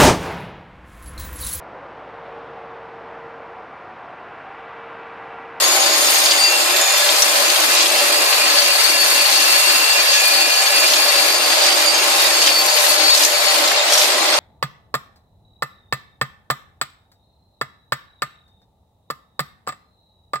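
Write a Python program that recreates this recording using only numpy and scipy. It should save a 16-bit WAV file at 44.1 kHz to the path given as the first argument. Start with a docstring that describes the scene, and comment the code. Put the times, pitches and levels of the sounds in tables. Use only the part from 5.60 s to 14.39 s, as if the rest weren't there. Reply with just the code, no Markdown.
"""Small screws hop along the track of a steel vibratory bowl: a dense clatter of tiny impacts, bunched by the
magnet stroke, over ringing steel modes. Some strike hard, and batches tumble down the chute about every
three quarters of a second. Two modes whistle, the frame drones below, and the lowest sound flickers.
A hand-held phone, two microphone ports, moves round the rim and down to beside the chute; it cuts the bass
and the top, partly evens the level and clips the loudest peaks."""
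import sys
import numpy as np
from scipy import signal
from scipy.fft import rfft, irfft, next_fast_len
from scipy.io import wavfile
from scipy.ndimage import uniform_filter1d, map_coordinates

SR = 44100
rng = np.random.default_rng(int(sys.argv[2]) if len(sys.argv) > 2 else 0)


def put_to_file(sound):
    """Save the sound as 16-bit audio at rate SR, in the file named by the first command-line argument."""
    columns = np.atleast_2d(sound).T  # one column per channel
    safe = np.clip(columns, -1, 1)
    whole_steps = np.round(safe * 32767)
    wavfile.write(sys.argv[1], SR, whole_steps.astype(np.int16))


N = 387638
TIME = np.arange(N) / SR
STROKE_HZ = 50  # magnet strokes


def undb(db):
    """Turns dB into an amplitude factor."""
    return 10 ** (np.asarray(db) / 20)


def level(x, db):
    """Scales to an rms level in dB."""
    return x * undb(db) / np.sqrt(np.mean(x ** 2))


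def curves(table):
    """Columns of a table, after its times, drawn as straight lines through every sample."""
    s, *columns = np.transpose(table)
    return [np.interp(TIME, s, column) for column in columns]


def balance(left_minus_right_db):
    """Gains of the left and right ports, half the difference each."""
    return undb(np.array([left_minus_right_db, -left_minus_right_db]) / 2)


def walk(rate_hz):
    """Random values held 1 / rate and smoothed twice; spread near 1."""
    hold = int(SR / rate_hz)
    steps = np.repeat(rng.standard_normal(N // hold + 1), hold)
    return 1.24 * uniform_filter1d(uniform_filter1d(steps, hold), hold)[:N]


def colour(x, points, modes_db=0., spacing_hz=41.03):
    """Shapes the spectrum through points; a crowd of weak modes adds a fine random ripple."""
    size = next_fast_len(N)
    hz, db = np.transpose(points)
    bins = np.fft.rfftfreq(size, 1 / SR)
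    ripple = np.interp(bins, np.arange(2000) * spacing_hz, rng.standard_normal(2000))
    shape_db = np.interp(np.log(bins + 1), np.log(hz + 1), db)
    gain = undb(shape_db + modes_db * ripple)
    return irfft(rfft(x, size) * gain, size)[..., :N]


def ring(x, hz, t60):
    """One mode driven by x, as a complex oscillation that decays 60 dB in t60 seconds."""
    pole = np.exp((2j * np.pi * hz - np.log(1000) / t60) / SR)
    return signal.lfilter([1], [1, -pole], x)


def hops(rate, spread_db, stroke):
    """Impacts of random size and sign, rate a second, more of them around each magnet stroke."""
    chance = rate / SR * (1 + stroke * np.cos(2 * np.pi * STROKE_HZ * TIME))
    hit = rng.random(N) < chance
    size_db = spread_db * np.minimum(rng.exponential(size=N), 4)
    return hit * rng.standard_normal(N) * undb(size_db)


def smear(x, tail_s):
    """Every impact leaves a short noisy tail from the many weak modes of the steel."""
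    energy = signal.lfilter([1], [1, -np.exp(-2 / (tail_s * SR))], x ** 2)
    return np.sqrt(energy) * rng.standard_normal(N)


# The phone turning in the hand: t/s, delay of left behind right/samples, left minus right/dB
PHONE_TURN = [(0, -4, 2.5), (.7, -6.5, 1), (1.7, 5, 2), (3.3, 5.5, 1.3), (4.7, -13, 1), (6, -6, 1.5),
              (7.2, -10, 2), (8.79, -4, 1.5)]


def ports(near, far, share):
    """Both ports hear the near sound, one a little later; each hears its own scattered sound."""
    lag = curves(PHONE_TURN)[0]
    left = map_coordinates(near, [np.arange(N) - lag], order=3, mode="nearest")
    direct = np.sqrt(share) * level(np.array([left, near]), 0)
    return direct + np.sqrt(1 - share) * level(far, 0)


def impacts(points, rate, spread_db, stroke, tail_s, share):
    """A broad band of impacts at 0 dB; the scattered part rings on longer."""
    near = smear(hops(rate, spread_db, stroke), tail_s)
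    far = np.array([smear(hops(rate, spread_db, stroke), 7.3 * tail_s) for _ in range(2)])
    return level(colour(ports(near, far, share), points, modes_db=1.4), 0)


def steel(modes, waver_db, turning, even_s=0.39, lead=0.):
    """Hops keep every mode ringing; the phase between the ports turns slowly about lead (radians)."""
    out, stream = 0, hops(400., 2.95, 0.33)
    for hz, t60, db in modes:
        z = ring(np.roll(stream, rng.integers(N)), hz, t60)
        # the stream of screws is even, so over even_s the ring keeps its strength
        z = z / np.sqrt(uniform_filter1d(np.abs(z) ** 2, int(even_s * SR)))
        z = z * undb(waver_db * walk(2.976))
        turn = np.exp(.5j * (lead + turning * np.tanh(2 * walk(2))))
        out = out + level(np.array([(z * turn).imag, (z / turn).imag]), db)
    return out


# Hum below the bowl: f/Hz, relative level/dB per Hz
HUM_SPECTRUM = [(120, -74), (200, -26.5), (274, -11), (405, -8), (576, -4.5), (775, -1.5), (988, -8),
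                (1300, -8), (1690, -28), (2860, -120)]
# Ringing parts of the frame: f/Hz, t60/s, relative level/dB
FRAME_MODES = [(564, .5, -8), (582, .6, -7), (642, .3, -10), (700, .3, -12), (783, .5, -7.5),
               (1057, .3, -10.5)]
# How strongly the frame reaches the phone: t/s, level/dB
DRONE_AT_PHONE = [(0, -24), (1, -26.5), (2.5, -25), (3.6, -27.5), (5, -26), (5.9, -25), (8, -25.5),
                  (8.79, -23.5)]


def frame_drone():
    """Coloured noise hums steadily while hops keep the low frame modes ringing."""
    noise = rng.standard_normal((3, N))
    hum = colour(ports(noise[0], noise[1:], 0.53), HUM_SPECTRUM, modes_db=3.0, spacing_hz=12.)
    frame = steel(FRAME_MODES, waver_db=1.5, turning=1.0, even_s=0.77) * undb(-1.5)
    return (level(hum, 0) + frame) * undb(curves(DRONE_AT_PHONE)[0])


# Ringing parts of the bowl wall: f/Hz, t60/s, relative level/dB
WALL_MODES = [(1695, .35, -4), (2439, .4, -1), (2619, .25, -3), (2751, .5, -1.5), (8200, .12, -4)]
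# How strongly the wall rings at the phone: t/s, level/dB
WALL_AT_PHONE = [(0, -46), (.9, -28), (1.5, -30.5), (3.3, -28.5), (4.3, -25), (5.4, -27.5), (5.9, -34),
                 (6.6, -32.5), (7.6, -34), (8.79, -44)]


def wall_rings():
    """Hops keep the modes of the wall ringing, mostly lower than those of the track."""
    rings = steel(WALL_MODES, waver_db=1.0, turning=0.77, lead=-1.27)
    return rings * undb(curves(WALL_AT_PHONE)[0])


# Ringing parts of the track: f/Hz, t60/s, relative level/dB
TRACK_MODES = [(3546, .25, -5), (4995, .2, -6), (5165, .25, -5), (6457, .2, -3), (6682, .25, -1),
               (6788, .3, -5), (6968, .25, -3), (7380, .2, -4), (9540, .15, -4), (11490, .15, -7)]
# How strongly the track rings at the phone: t/s, level/dB
TRACK_AT_PHONE = [(0, -26.5), (.55, -27), (1.1, -30.5), (2.2, -36.5), (4.3, -32.5), (5.5, -32),
                  (6.6, -32.5), (7.6, -31.5), (8.4, -37), (8.79, -41)]


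def track_rings():
    """Hops keep the modes of the track ringing."""
    return steel(TRACK_MODES, waver_db=2.5, turning=2.02) * undb(curves(TRACK_AT_PHONE)[0])


# Single steel modes that sing out as the phone passes: start t/s, length/s, f/Hz, level/dB
PASSING_RINGS = [(0, 0.38, 6682, -26), (0.498, .15, 6400, -27), (0.819, 0.2, 2740, -23.5),
                 (1.099, 0.37, 3550, -27.5), (1.198, 0.21, 6968, -25), (3.699, .7, 2750, -26.5),
                 (4.576, 0.25, 2440, -27), (6.332, 0.13, 2751, -27), (6.557, 0.144, 3748, -25),
                 (7.049, 1.93, 603.5, -30.5), (7.497, 0.059, 3740, -20), (8.166, .075, 3700, -21)]


def brief_rings(edge_s=0.032, t60=.45, phase_spread=0.38):
    """Noise drives one mode at a time, which swells, holds and fades; phase_spread in radians."""
    out = np.zeros((2, N))
    for s, length, hz, db in PASSING_RINGS:
        part = slice(int(s * SR), int((s + length) * SR))
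        t = TIME[part] - s
        z = ring(rng.standard_normal(SR // 4 + len(t)), hz, t60)[SR // 4:]  # already ringing at the start
        z = z / np.sqrt(uniform_filter1d(np.abs(z) ** 2, int(.08 * SR)))
        hold = np.clip(np.minimum(t, length - t) / edge_s, 0, 1)
        left = z * np.exp(1j * phase_spread * rng.standard_normal())
        out[:, part] += hold * level(np.array([left.imag, z.imag]), db)
    return out


def whistle(modes, heard):
    """A part rings in bursts; where the phone is sets its phase and balance at the ports."""
    db, lead, left_minus_right_db = curves(heard)
    bursts = level(undb(1.56 * walk(24)), 0)
    tone = steel(modes, waver_db=-1.1, turning=0.33, even_s=0.15, lead=lead)
    return tone * bursts * undb(db) * balance(left_minus_right_db)


# Ringing part of the rim: f/Hz, t60/s, relative level/dB
RIM_MODES = [(4489, .6, 0)]
# The phone moving through the rim's sound: t/s, level/dB, left lead/rad, left minus right/dB
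RIM_AT_PHONE = [(0, -27, 0, -8), (.5, -29, 1, -3), (.85, -23.5, 1, -1), (1.15, -36, -3.5, 2),
                (1.9, -32, 1, 4), (2.3, -32, 0, 4), (2.5, -24, 2, -1), (3.0, -23, 3, 14),
                (3.4, -22.5, 5.5, 10.5), (3.7, -19.5, 4.5, 10), (4.0, -18.5, 3.5, 9.5), (4.8, -18, 1.5, 5),
                (5.3, -27.5, 1.3, 3), (5.5, -21.5, 4, 13), (5.9, -30, -0.5, 5), (6.2, -38, 3, -2),
                (6.65, -30, -7.5, 6), (7.0, -17.5, -6, 0), (7.12, -27.5, -7, 3), (7.53, -13, -8.5, 7),
                (7.62, -31, -7.5, 4), (7.85, -20.5, -7.5, 8), (8.25, -43, -5, 5), (8.79, -42, -7, 3)]


def rim_whistle():
    """One mode of the rim whistles loudly, kept going by the hops."""
    return whistle(RIM_MODES, RIM_AT_PHONE)


# Ringing part of the bracket: f/Hz, t60/s, relative level/dB
BRACKET_MODES = [(4725, .6, 0)]
# The phone moving through the bracket's sound: t/s, level/dB, left lead/rad, left minus right/dB
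BRACKET_AT_PHONE = [(0, -24, -3.5, -1), (.5, -31, 1.5, 2), (.62, -32, 1, 6), (.84, -20, 0.5, 5),
                    (1.1, -38, 5.5, 2), (1.8, -27, 5, 3), (2.3, -36, 7, -6), (2.6, -24, 4, -1),
                    (4.9, -23, 3.5, 1), (5.7, -24.5, 1.2, 1), (6.33, -22.5, -0.1, -14), (6.45, -35, 1, -8),
                    (6.8, -22, 2.5, -7), (7.1, -25, -1.5, 7), (7.4, -50, -4, 0), (8.79, -43, -2, -2)]


def bracket_whistle():
    """One mode of the bracket whistles a little above the rim, kept going by the hops."""
    return whistle(BRACKET_MODES, BRACKET_AT_PHONE)


# Treble of the impacts: f/Hz, relative level/dB per Hz
RATTLE_SPECTRUM = [(3530, -33), (6000, -5), (6700, -3), (11100, -1.5), (13000, -6), (14400, -2.5)]
# Ringing of the screws themselves: f/Hz, t60/s, level/dB against the impacts
SCREW_MODES = [(12189, .2, -19), (13617, .15, -17)]
# Treble at the phone, fairly steady at the rim, patchy later: t/s, level/dB
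RATTLE_AT_PHONE = [(0, -19), (1.3, -19), (4, -18), (6.4, -20.5), (6.9, -18), (7.1, -21.5), (7.3, -17.5),
                   (7.45, -27), (7.6, -16.5), (7.85, -22), (8.03, -19.5), (8.2, -30), (8.4, -18),
                   (8.6, -25), (8.79, -25.5)]


def treble_rattle(jostle):
    """Very short impacts, strongly bunched by the stroke, fill the treble as the screws ring."""
    band = impacts(RATTLE_SPECTRUM, rate=3000., spread_db=2.9, stroke=0.36, tail_s=0.0012, share=0.063)
    rattle = band * undb(1.1 * jostle) + steel(SCREW_MODES, waver_db=4.5, turning=2.8)
    return rattle * undb(curves(RATTLE_AT_PHONE)[0] + 1.1 * walk(6))


# Batches tumbling down the chute: middle t/s, level/dB, centre f/Hz
CHUTE_BATCHES = [(.68, -11.5, 4570), (1.48, -18, 4500), (2.197, -10, 4800), (3.01, -9, 4400),
                 (3.78, -7.5, 4400), (4.548, -9, 4500), (5.318, -10.5, 4500), (6.073, -11.5, 4600),
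                 (6.864, -8, 4600), (7.6, -9, 5460), (8.38, -9, 4800)]
BATCH_S = 0.17  # from the middle of a batch to either end


def batches(rate=600., spread_db=1.5, tail_s=.005):
    """A handful of screws knocks down the chute: a swell of overlapping broad clinks."""
    knocks = hops(rate, spread_db, 0.)
    knocking = level(np.array([smear(knocks, tail_s) for _ in range(2)]), 0)
    out = np.zeros((2, N))
    for s, db, hz in CHUTE_BATCHES:
        part = slice(int((s - BATCH_S) * SR), int((s + BATCH_S) * SR))
        swell = np.exp(-((TIME[part] - s) / (.5 * BATCH_S)) ** 2)
        band = signal.butter(2, [0.59 * hz, 1.45 * hz], "band", fs=SR, output="sos")
        out[:, part] += signal.sosfilt(band, knocking[:, part] * swell) * undb(db) / 1.13
    return out


def clinks(count=4000, low_hz=1792.0, high_hz=9465.0, t60=0.08, db=-28.5, spread_db=3.5, pan_db=2.0):
    """Lone small screws click against steel, each with its own short ring."""
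    out, t = np.zeros((2, N + SR // 16)), np.arange(SR // 16) / SR
    sides = np.array([[1], [-1]])
    for when, pitch, size, life, side, phase in rng.random((count, 6)):
        hz = low_hz * (high_hz / low_hz) ** pitch
        fade = 1000 ** (-t / (t60 * (0.42 + life))) * np.minimum(t / .0005, 1)
        tone = np.sin(2 * np.pi * (hz * t + np.array([[0], [phase]]))) * fade
        stroke = int(when * N / SR * STROKE_HZ)
        i = int((stroke + phase * side) * SR / STROKE_HZ) % N  # most land early in a stroke
        size_db = db + spread_db * min(-np.log(size), 3)
        out[:, i:i + len(t)] += tone * undb(size_db + pan_db * (side - .5) * sides)
    return out[:, :N]


# Single screws that strike hard: t/s, level/dB, f/Hz, left minus right/dB
HARD_STRIKES = [(0.6579, -8, 4730, -1), (0.7096, -4.5, 4970, 1), (0.718, -7, 3300, 1),
                (0.7363, -9, 2200, 4), (1.213, -11, 7040, 1.0), (1.489, -4, 3530, -1),
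                (1.504, -12, 4000, 0), (1.6207, -2, 5860, 2.5), (1.8992, -8.5, 4600, 10),
                (1.9595, -9, 3440, 6), (2.17, -10, 4240, 0), (2.258, -7, 3540, 7), (2.3894, -9, 3880, 1.5),
                (2.727, -10, 2620, 8), (5.277, -9, 4500, 0), (5.335, -6, 3900, 0), (5.357, -11, 5200, 0),
                (6.037, -12, 5630, -7), (6.064, -10, 5260, -4), (6.103, -8.5, 3000, 5),
                (6.12, -10, 2300, 0), (6.1724, -11.5, 4800, -3), (6.8746, -3, 3330, -2),
                (6.891, -9, 2500, 0), (7.547, -6, 4490, 0.5), (7.5725, -7, 5460, -2),
                (7.608, -10, 3650, -2), (7.6335, -4, 5150, 5), (7.648, -4, 6390, 2), (8.075, -9.5, 4200, 1),
                (8.115, -7, 1700, -2), (8.3215, -12, 6270, -0.5), (8.3332, -6, 5500, -2),
                (8.378, -9, 5450, 0.0), (8.391, -10, 5770, 0), (8.414, -5, 3890, -1), (8.431, -8, 2300, 0)]
AT_CHUTE_S, TICK_DB = 7.3, -5.5  # from here, beside the chute, each strike has a bright tick


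def strikes(t60=0.047, tail_s=0.0052, bounce_s=0.0045, bounce_db=-5.0, rise_s=0.0013):
    """A loud screw rings a cluster of modes, longer the higher it sounds, cracks and bounces twice."""
    out, t = np.zeros((2, N + SR // 2)), np.arange(SR // 4) / SR
    for s, db, hz, left_minus_right_db in HARD_STRIKES:
        spread = rng.standard_normal(6)
        phase = 2 * np.pi * rng.random(6) + 0.84 * rng.standard_normal((2, 6))
        cluster_hz = hz * (1 + .08 * (spread - spread.mean()))
        tone = np.sin(2 * np.pi * np.outer(t, cluster_hz) + phase[:, None]).sum(axis=2) / 3.2
        band = signal.butter(2, [.6 * hz, min(1.5 * hz, 14000)], "band", fs=SR, output="sos")
        spray = rng.standard_normal(len(t)) + .7 * rng.standard_normal((2, len(t)))
        crack = signal.sosfilt(band, spray)
        if s > AT_CHUTE_S:
            crack = crack + undb(TICK_DB) * np.diff(rng.standard_normal(len(t) + 1)) / 2
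        fade = 1000 ** (-t / (t60 * hz / 4500))  # t60 holds at 4500 Hz
        hit = (tone * fade + crack * np.exp(-t / tail_s)) * np.minimum(t / rise_s, 1)
        sides = balance(np.array([left_minus_right_db]))
        delays = np.cumsum([0, *(bounce_s * (.5 + rng.random(2)))])
        for bounce, late in enumerate(delays):
            i = int((s + late) * SR)
            out[:, i:i + len(t)] += hit * undb(db + bounce * bounce_db) * sides
    return out[:, :N]


# Broad clatter of the load: f/Hz, relative level/dB per Hz
CLATTER_SPECTRUM = [(530, -43), (900, -1), (1710, 0), (2070, -1), (2700, 0.5), (3040, -2), (4370, 2.5),
                    (7000, -10), (9100, -12.5), (15400, -120)]


def clatter(jostle):
    """Thousands of tiny impacts a second merge into a broad clatter, mostly scattered by the steel."""
    band = impacts(CLATTER_SPECTRUM, rate=2800., spread_db=3.0, stroke=0.13, tail_s=0.0022, share=0.062)
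    return band * undb(-17. + 0.95 * jostle)


def flicker(x, edge_hz=380., dip_db=16.):
    """The lowest part of the sound dips for brief moments, by up to 1.5 times dip_db."""
    low = signal.sosfiltfilt(signal.butter(6, edge_hz, fs=SR, output="sos"), x)
    return x - low * (1 - undb(-dip_db * np.clip(walk(16), 0, 1.5)))


def scene():
    """All layers at the two ports, from the frame up to the screws."""
    jostle = walk(12)  # the whole load of screws rattles harder or softer together
    drone = frame_drone()
    rings = wall_rings() + track_rings() + brief_rings()
    whistles = rim_whistle() + bracket_whistle()
    rattle = treble_rattle(jostle)
    turned = (rings + batches() + clinks() + clatter(jostle)) * balance(curves(PHONE_TURN)[1])
    return flicker(drone + whistles + rattle + turned + strikes())


BOTTOM_HZ, TOP_HZ = 239, 14450  # range the phone passes
GAIN_TARGET_DB, GAIN_RATIO, GAIN_S = -13, 1.9, 0.088  # gain control; smoothing time in s


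def record(dry):
    """The phone cuts the bass steeply, evens the level, clips the loudest peaks and cuts the top."""
    thin = signal.sosfilt(signal.butter(8, BOTTOM_HZ, "high", fs=SR, output="sos"), dry)
    noise = rng.standard_normal(N) + rng.standard_normal((2, N))  # partly shared by the ports
    rumble = signal.sosfilt(signal.butter(2, BOTTOM_HZ, fs=SR, output="sos"), noise)
    thin = thin + level(rumble * undb(5. * walk(8)), -77.5)  # a faint, uneven rumble stays below the cut
    keep = np.exp(-1 / (GAIN_S * SR))
    both = np.mean(thin ** 2, axis=0)
    power = signal.lfilter([1 - keep], [1, -keep], both, zi=[undb(2 * GAIN_TARGET_DB)])[0]
    even = thin * (undb(GAIN_TARGET_DB) / np.sqrt(power)) ** (1 - 1 / GAIN_RATIO)
    top = signal.ellip(12, .2, 80, TOP_HZ, fs=SR, output="sos")
    return signal.sosfilt(top, np.clip(even, -.94, .94))


dry = scene()
out = record(dry)
put_to_file(out)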